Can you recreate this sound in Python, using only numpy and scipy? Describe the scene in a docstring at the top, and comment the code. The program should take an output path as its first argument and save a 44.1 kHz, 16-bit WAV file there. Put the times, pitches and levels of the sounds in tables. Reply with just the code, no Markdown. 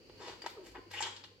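"""A citrus half pressed and twisted on a plastic juicer, close to a microphone pair in a small hard kitchen.
Pulp bursts in dense wet crackles and the strainer knocks on its cup; both ring the plastic.
Wet pockets pop, the rind squeaks over the ribs, and juice spurts through the slots with a squelch.
Trapped air glugs and gurgles, heard in the centre and echoing off the counter and walls.
Underneath are dull thuds of the counter and the room tone: faint rumble, hiss and mains hum."""
import sys
import numpy as np
from scipy import signal
from scipy.fft import rfft, irfft, next_fast_len
from scipy.io import wavfile
from scipy.ndimage import uniform_filter1d

SR = 44100
rng = np.random.default_rng(int(sys.argv[2]) if len(sys.argv) > 2 else 0)


def log_audio(samples):
    """Write samples as a 16-bit WAV file to the path given in sys.argv[1]."""
    # one column per channel
    frames = np.atleast_2d(samples).T
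    # limit to full scale, then quantise
    limited = np.clip(frames, -1, 1)
    pcm = np.round(limited * 32767).astype(np.int16)
    wavfile.write(sys.argv[1], SR, pcm)


N = 61739

# room tone spectrum: f/Hz, relative level/dB
AIR_SPECTRUM = [(25, -28.5), (40, -16), (52, -3.5), (130, -6), (200, -6.5), (370, -0.5), (510, -1),
                (680, -17.5), (1400, -22.5), (2300, -18.5), (2950, -15), (3600, -28), (4600, -10),
                (5300, -23), (6000, -26), (7200, -29.5), (9000, -38), (15500, -37.5)]
# room tone swell: t/s, level/dB
AIR_LEVEL = [(0, -61), (.2, -56), (.85, -61), (1.2, -61.5), (1.38, -64.5)]
# room tone width: f/Hz, side against mid/dB
AIR_WIDTH = [(100, -4), (400, -10.5), (1200, 1.5), (5000, 0)]
# mains hum: t/s, level/dB
HUM_LEVEL = [(0, -67.5), (.09, -60), (.21, -64), (.26, -77.5), (.8, -69), (1.3, -70), (1.39, -82)]
# centres of the six bands of knocks and squeezes: f/Hz
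BAND_CENTRES = [400, 1000, 2100, 3700, 7200, 12500]
# knocks of strainer and ribs: t/s, rattle decay/s, six band levels/dB
STRAINER_KNOCKS = [(.096, 0.0025, -52, -57.5, -64, -62.5, -77, -94),
                   (0.4193, 0.0037, -54, -56, -48.5, -53.5, -54.5, -65),
                   (.4415, 0.0074, -47, -46.5, -49.5, -59, -62, -90),
                   (0.4592, 0.003, -53, -61, -52, -59, -77, -90),
                   (0.4626, 0.0038, -48, -39.5, -39.5, -43.5, -47, -56.5),
                   (1.007, 0.008, -57.5, -39.5, -39, -65, -32.5, -61.5),
                   (1.025, 0.0043, -47, -56, -37.5, -36, -36.5, -61),
                   (1.164, 0.011, -64, -57, -56, -47, -54, -74),
                   (1.239, 0.0095, -66.5, -50.5, -53.5, -45.5, -59, -70)]
# modes of strainer and cup: f/Hz, t60/s, lift/dB
JUICER_MODES = [(242, 0.17, 13), (340.7, 0.11, 7), (373, 0.35, 11), (489, 0.093, 0), (847, 0.11, -0.5),
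                (1033, 0.028, 1.5), (2886, 0.063, 3), (3050, 0.15, -3)]
# broad tone colour shared by knocks and crackles, with microphone-like dips: f/Hz, relative level/dB
CONTACT_EQ = [(100, -24.5), (255, -15.5), (345, -4.5), (520, -2), (690, -4), (830, -1), (1250, -5.5),
              (2000, -2.5), (3200, -1), (4200, 1.5), (5200, 2), (5850, -2.5), (6800, 0), (8200, 0),
              (9500, -14.5), (11000, 1.5), (16000, -9)]
# counter under the pressing hands: t/s, half-width/s, level/dB
COUNTER_THUDS = [(.13, 0.05, -72), (0.747, 0.059, -61.5), (1.01, 0.033, -70.5)]
# glugs of trapped air: t/s, f/Hz, rise/s, level/dB
AIR_GLUGS = [(.194, 410.5, 0.01, -49.5), (0.59, 622, 0.01, -52.5), (0.758, 364, 0.0082, -50),
             (0.778, 350, 0.0039, -44.5), (0.789, 371, 0.0036, -42), (0.856, 349, 0.016, -55)]
# squeezes of the pulp: peak t/s, rise/s, fall/s, six band levels/dB
PULP_SQUEEZES = [(0.209, 0.0083, 0.048, -53.5, -51, -58, -63, -62.5, -103),
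                 (0.289, 0.051, 0.04, -53.5, -50, -54.5, -54, -59, -74),
                 (.505, 0.025, 0.018, -61.5, -86, -82, -54.5, -66, -63.5),
                 (0.664, 0.017, 0.053, -56, -66.5, -61, -65.5, -62.5, -67.5),
                 (0.76, 0.0085, 0.0094, -60, -42, -47, -59.5, -110, -113),
                 (0.914, 0.0062, 0.011, -63, -56, -52.5, -54, -55.5, -61),
                 (0.938, 0.0046, 0.028, -55, -53, -40.5, -49.5, -51, -60),
                 (.976, .012, 0.012, -60.5, -52, -50, -57, -68, -70),
                 (1.031, 0.037, 0.051, -54.5, -47.5, -45, -53.5, -46.5, -79),
                 (1.069, 0.015, 0.0087, -53, -48.5, -47.5, -63, -50, -70)]
# wet pops and snaps: t/s, f/Hz, decay/s, level/dB
WET_POPS = [(0.4197, 4900, 0.0042, -36), (.4624, 920, 0.0023, -23), (.936, 840, 0.0087, -39),
            (1.0062, 874, 0.0049, -27), (1.022, 920, 0.0069, -34.5), (1.0228, 3310, 0.0026, -30)]
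# course of the hollow gurgle: t/s, f/Hz, level/dB
GURGLE_CURVE = [(.563, 540, -56), (.576, 455, -47), (.585, 380, -47), (.594, 368, -45), (.607, 380, -54),
                (.615, 372, -49), (.625, 365, -55), (.636, 360, -48), (.648, 345, -57), (.67, 330, -60)]
# course of the rind's squeak: t/s, f/Hz, level/dB
SQUEAK_CURVE = [(.932, 2400, -59), (0.942, 2412, -46.5), (0.956, 2227, -52.5), (.964, 2866, -52),
                (0.977, 2999, -45), (0.987, 2840, -47.5), (0.996, 2616, -45), (1.004, 2530, -51)]
# ring of the strainer slots: f/Hz, t60/s, level/dB
SLOT_MODES = [(2992, 0.13, -41.5), (3270, 0.34, -44), (3530, 0.14, -46.5), (3915, 0.28, -45)]
# course of the pulp's squelch: t/s, f/Hz, level/dB
SQUELCH_CURVE = [(1.03, 900, -60), (1.05, 998.3, -49.5), (1.073, 1050, -46), (1.082, 1030, -58)]

HUM_HZ, HUM_WAVER_DB = 99.6, 5.5
KNOCK_S, RATTLE = .005, 1.67  # a knock has the energy of KNOCK_S at its level; rattle against tick
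ROOM_T60_S, TREBLE_T60_S, TAIL_DB, EARLY_DECAY_S = .49, .34, -2.5, .0069
BASS_WET_DB, POP_WET_DB, GLUG_WET_DB = -11.5, -5.5, 2
THUD_HZ, THUD_WAVER_HZ = 53.4, 4.1
GLUG_SAG_PER_S, GLUG_ROUGH, GLUG_JITTER = 1, .15, .055
GRAINS_PER_S, GRAIN_SPREAD_DB = 1700, 3
SPURT_AT_S, SPURT_RISE_S = 1.023, .0021
LEFT_LEAD_DB, LEFT_LAG_S, TOP_HZ = 2, .00005, 15850


def undb(db):
    """Decibels to gain."""
    return 10 ** (np.asarray(db) / 20)


def unit(x):
    """Scale to rms 1."""
    return x / np.sqrt(np.mean(x ** 2) + 1e-20)


def colour(x, points):
    """Minimum-phase filter through points of f/Hz, level/dB."""
    hz, db = np.array(points, float).T
    size = 4096
    f = np.maximum(np.fft.rfftfreq(size, 1 / SR), 1)
    cepstrum = irfft(np.log(undb(np.interp(np.log(f), np.log(hz), db))))
    cepstrum[1:size // 2] *= 2
    cepstrum[size // 2 + 1:] = 0
    impulse = irfft(np.exp(rfft(cepstrum)))
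    length = next_fast_len(N + size)
    return irfft(rfft(x, length) * rfft(impulse, length), length)[..., :N]


def banded(x, band_db):
    """Give a white sound a level in each band, about an octave wide."""
    hz = np.array(BAND_CENTRES)
    return colour(x, np.c_[hz, np.array(band_db) + 10 * np.log10(SR / hz)])


def walk(rate):
    """Smooth random drift of rms 1, with rate new values a second."""
    hold = int(SR / rate)
    steps = np.repeat(rng.standard_normal(N // hold + 1), hold)[:N]
    return unit(uniform_filter1d(uniform_filter1d(steps, hold), hold))


def tone(hz, jitter, flutter_db, rate):
    """A wet, unsteady oscillation: pitch and strength waver about rate times a second."""
    phase = 2 * np.pi * np.cumsum(hz * np.exp(jitter * walk(rate))) / SR
    return np.sin(phase) * undb(flutter_db * walk(rate))


def glide(t, curve, jitter, flutter_db, rate):
    """An unsteady tone that follows points of t/s, f/Hz, level/dB."""
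    at, hz, db = np.array(curve).T
    gate = np.clip(np.minimum(t - at[0], at[-1] - t) / .003, 0, 1)
    return tone(np.interp(t, at, hz), jitter, flutter_db, rate) * undb(np.interp(t, at, db)) * gate


def room_tone(t):
    """Low rumble and thin hiss spread across the pair, with a wavering mains hum in the centre."""
    mid, side = colour(rng.standard_normal((2, N)), AIR_SPECTRUM)
    air = unit(mid + colour(side, AIR_WIDTH) * np.array([[1], [-1]]))
    hum_db = np.interp(t, *np.array(HUM_LEVEL).T) + HUM_WAVER_DB * walk(7.7)
    hum = np.sqrt(2) * np.sin(2 * np.pi * HUM_HZ * t) * undb(hum_db)
    return air * undb(np.interp(t, *np.array(AIR_LEVEL).T)) + hum


def clatter(decay):
    """A sharp tick and a short decaying rattle, with an even spectrum and energy 1."""
    size = 2048
    fade = np.exp(-np.arange(size) / (SR * decay))
    hit = RATTLE * unit(rng.standard_normal(size) * fade)
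    hit[0] -= np.sqrt(size)  # the tick
    phase = np.angle(rfft(hit, 2 * size))
    even = irfft(np.exp(1j * phase))[:size]
    return np.pad(unit(even) / np.sqrt(size), (0, N - size))


def knocks():
    """The strainer jolts against its cup."""
    hits = sum(banded(np.roll(clatter(decay), int(at * SR)), band_db)
               for at, decay, *band_db in STRAINER_KNOCKS)
    return hits * np.sqrt(KNOCK_S * SR)


def juicer(x, t):
    """The plastic rings on at its modes; strike and ring then share one broad tone colour."""
    ring = 0
    for hz, t60, db in JUICER_MODES:
        damping = np.log(1000) / t60
        ring += undb(db) * 2 * damping / SR * np.exp(-damping * t) * np.cos(2 * np.pi * hz * t)
    return colour(x + signal.fftconvolve(x, ring)[:N], CONTACT_EQ) * undb(-4)


def kitchen(x, t):
    """Quick reflections off the counter, then the tail of the walls, different at each microphone."""
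    noise = rng.standard_normal((2, N))
    low = signal.sosfilt(signal.butter(1, 4000, fs=SR, output="sos"), noise)
    tail = low * undb(-60 * t / ROOM_T60_S) + (noise - low) * undb(-60 * t / TREBLE_T60_S)
    early = rng.standard_normal((2, N)) * np.exp(-t / EARLY_DECAY_S) * (t > .001)
    response = (undb(TAIL_DB) * unit(tail * (t > .006)) + unit(early)) / np.sqrt(N)
    reflected = signal.fftconvolve(x[None], response, axes=1)[:, :N]
    return colour(reflected, [(350, BASS_WET_DB), (1500, 0)])


def thuds(t):
    """The counter booms faintly as weight shifts onto it."""
    hz = THUD_HZ + THUD_WAVER_HZ * walk(31.1)
    boom = np.sqrt(2) * np.sin(2 * np.pi * np.cumsum(hz) / SR)
    return boom * sum(undb(db) * np.exp(-.5 * ((t - at) / width) ** 2) for at, width, db in COUNTER_THUDS)


def glugs(t):
    """Air pockets under the fruit ring briefly and sag in pitch."""
    out = 0
    for at, hz, rise, db in AIR_GLUGS:
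        age = np.maximum(t - at, 0)
        pitch = hz * np.exp(GLUG_JITTER * walk(200) - GLUG_SAG_PER_S * age)
        phase = 2 * np.pi * np.cumsum((age > 0) * pitch) / SR
        swell = (age / rise) ** 2 * np.exp(1 - (age / rise) ** 2)
        rough_octave = GLUG_ROUGH * walk(hz / 5) * np.sin(2 * phase)
        out += undb(db) * swell * (np.sin(phase) + rough_octave)
    return out


def crackle():
    """Random clicks, mostly small and a few large; rms 1."""
    bursts = rng.random(N) < GRAINS_PER_S / SR
    size_db = GRAIN_SPREAD_DB * np.minimum(rng.exponential(size=N), 5)
    return unit(bursts * rng.choice([-1, 1], N) * undb(size_db))


def pulp(t):
    """Juice cells burst in a crackle that swells and dies with each squeeze."""
    out = 0
    for at, rise, fall, *band_db in PULP_SQUEEZES:
        push = np.exp(np.where(t < at, -.5 * ((t - at) / rise) ** 2, -(t - at) / fall))
        out += banded(crackle() * push, band_db)
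    return out


def pops(t):
    """Small wet pockets snap open and ring for a few cycles."""
    out = 0
    for at, hz, decay, db in WET_POPS:
        age = np.maximum(t - at, 0)
        ring = tone(hz * (age > 0), jitter=.04, flutter_db=1, rate=600)
        attack = 1 - np.exp(-age / (.28 * decay))
        out += undb(db) * ring * attack * np.exp(-age / decay)
    return out


def gurgle(t):
    """Air drawn under the fruit gives a hollow, throbbing note that falls as the pocket opens."""
    note = glide(t, GURGLE_CURVE, jitter=.03, flutter_db=1.2, rate=250)
    overtones = sum(glide(t, np.array(GURGLE_CURVE) * [1, ratio, 1], jitter=.1, flutter_db=4, rate=400)
                    for ratio in (1.5, 2.5))
    return note + overtones * undb(-17)


def squeak(t):
    """The rind squeaks over the ribs, up and back down with the twist."""
    return glide(t, SQUEAK_CURVE, jitter=.08, flutter_db=5, rate=1800)


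def spurt(t):
    """Juice shoots through the strainer, whose slots ring on brightly."""
    age = np.maximum(t - SPURT_AT_S, 0)
    ring = sum(tone(hz, jitter=.025, flutter_db=4, rate=800) * undb(db - 60 * age / t60)
               for hz, t60, db in SLOT_MODES)
    return ring * (1 - np.exp(-age / SPURT_RISE_S))


def squelch(t):
    """Wet pulp squelches after the spurt."""
    return glide(t, SQUELCH_CURVE, jitter=.16, flutter_db=4, rate=700)


def scene():
    """The juicer stands close to the pair, a little louder and a trace later in the left microphone."""
    t = np.arange(N) / SR
    contact = juicer(pulp(t) + knocks(), t) + squeak(t) + squelch(t) + spurt(t)
    trapped_air = glugs(t) + gurgle(t)
    snaps = pops(t)
    near = contact + snaps
    left = np.roll(near, round(LEFT_LAG_S * SR)) * (t > LEFT_LAG_S)
    direct = np.array([left, near])
    reflected = kitchen(contact + undb(POP_WET_DB) * snaps + undb(GLUG_WET_DB) * trapped_air, t)
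    balance = undb(np.array([[LEFT_LEAD_DB], [-LEFT_LEAD_DB]]) / 2)
    return (direct + reflected) * balance + trapped_air + thuds(t) + room_tone(t)


def record(dry):
    """A steep low-pass cuts the top of both microphone channels."""
    return signal.sosfilt(signal.ellip(10, .2, 70, TOP_HZ, fs=SR, output="sos"), dry)


dry = scene()
out = record(dry)
log_audio(out)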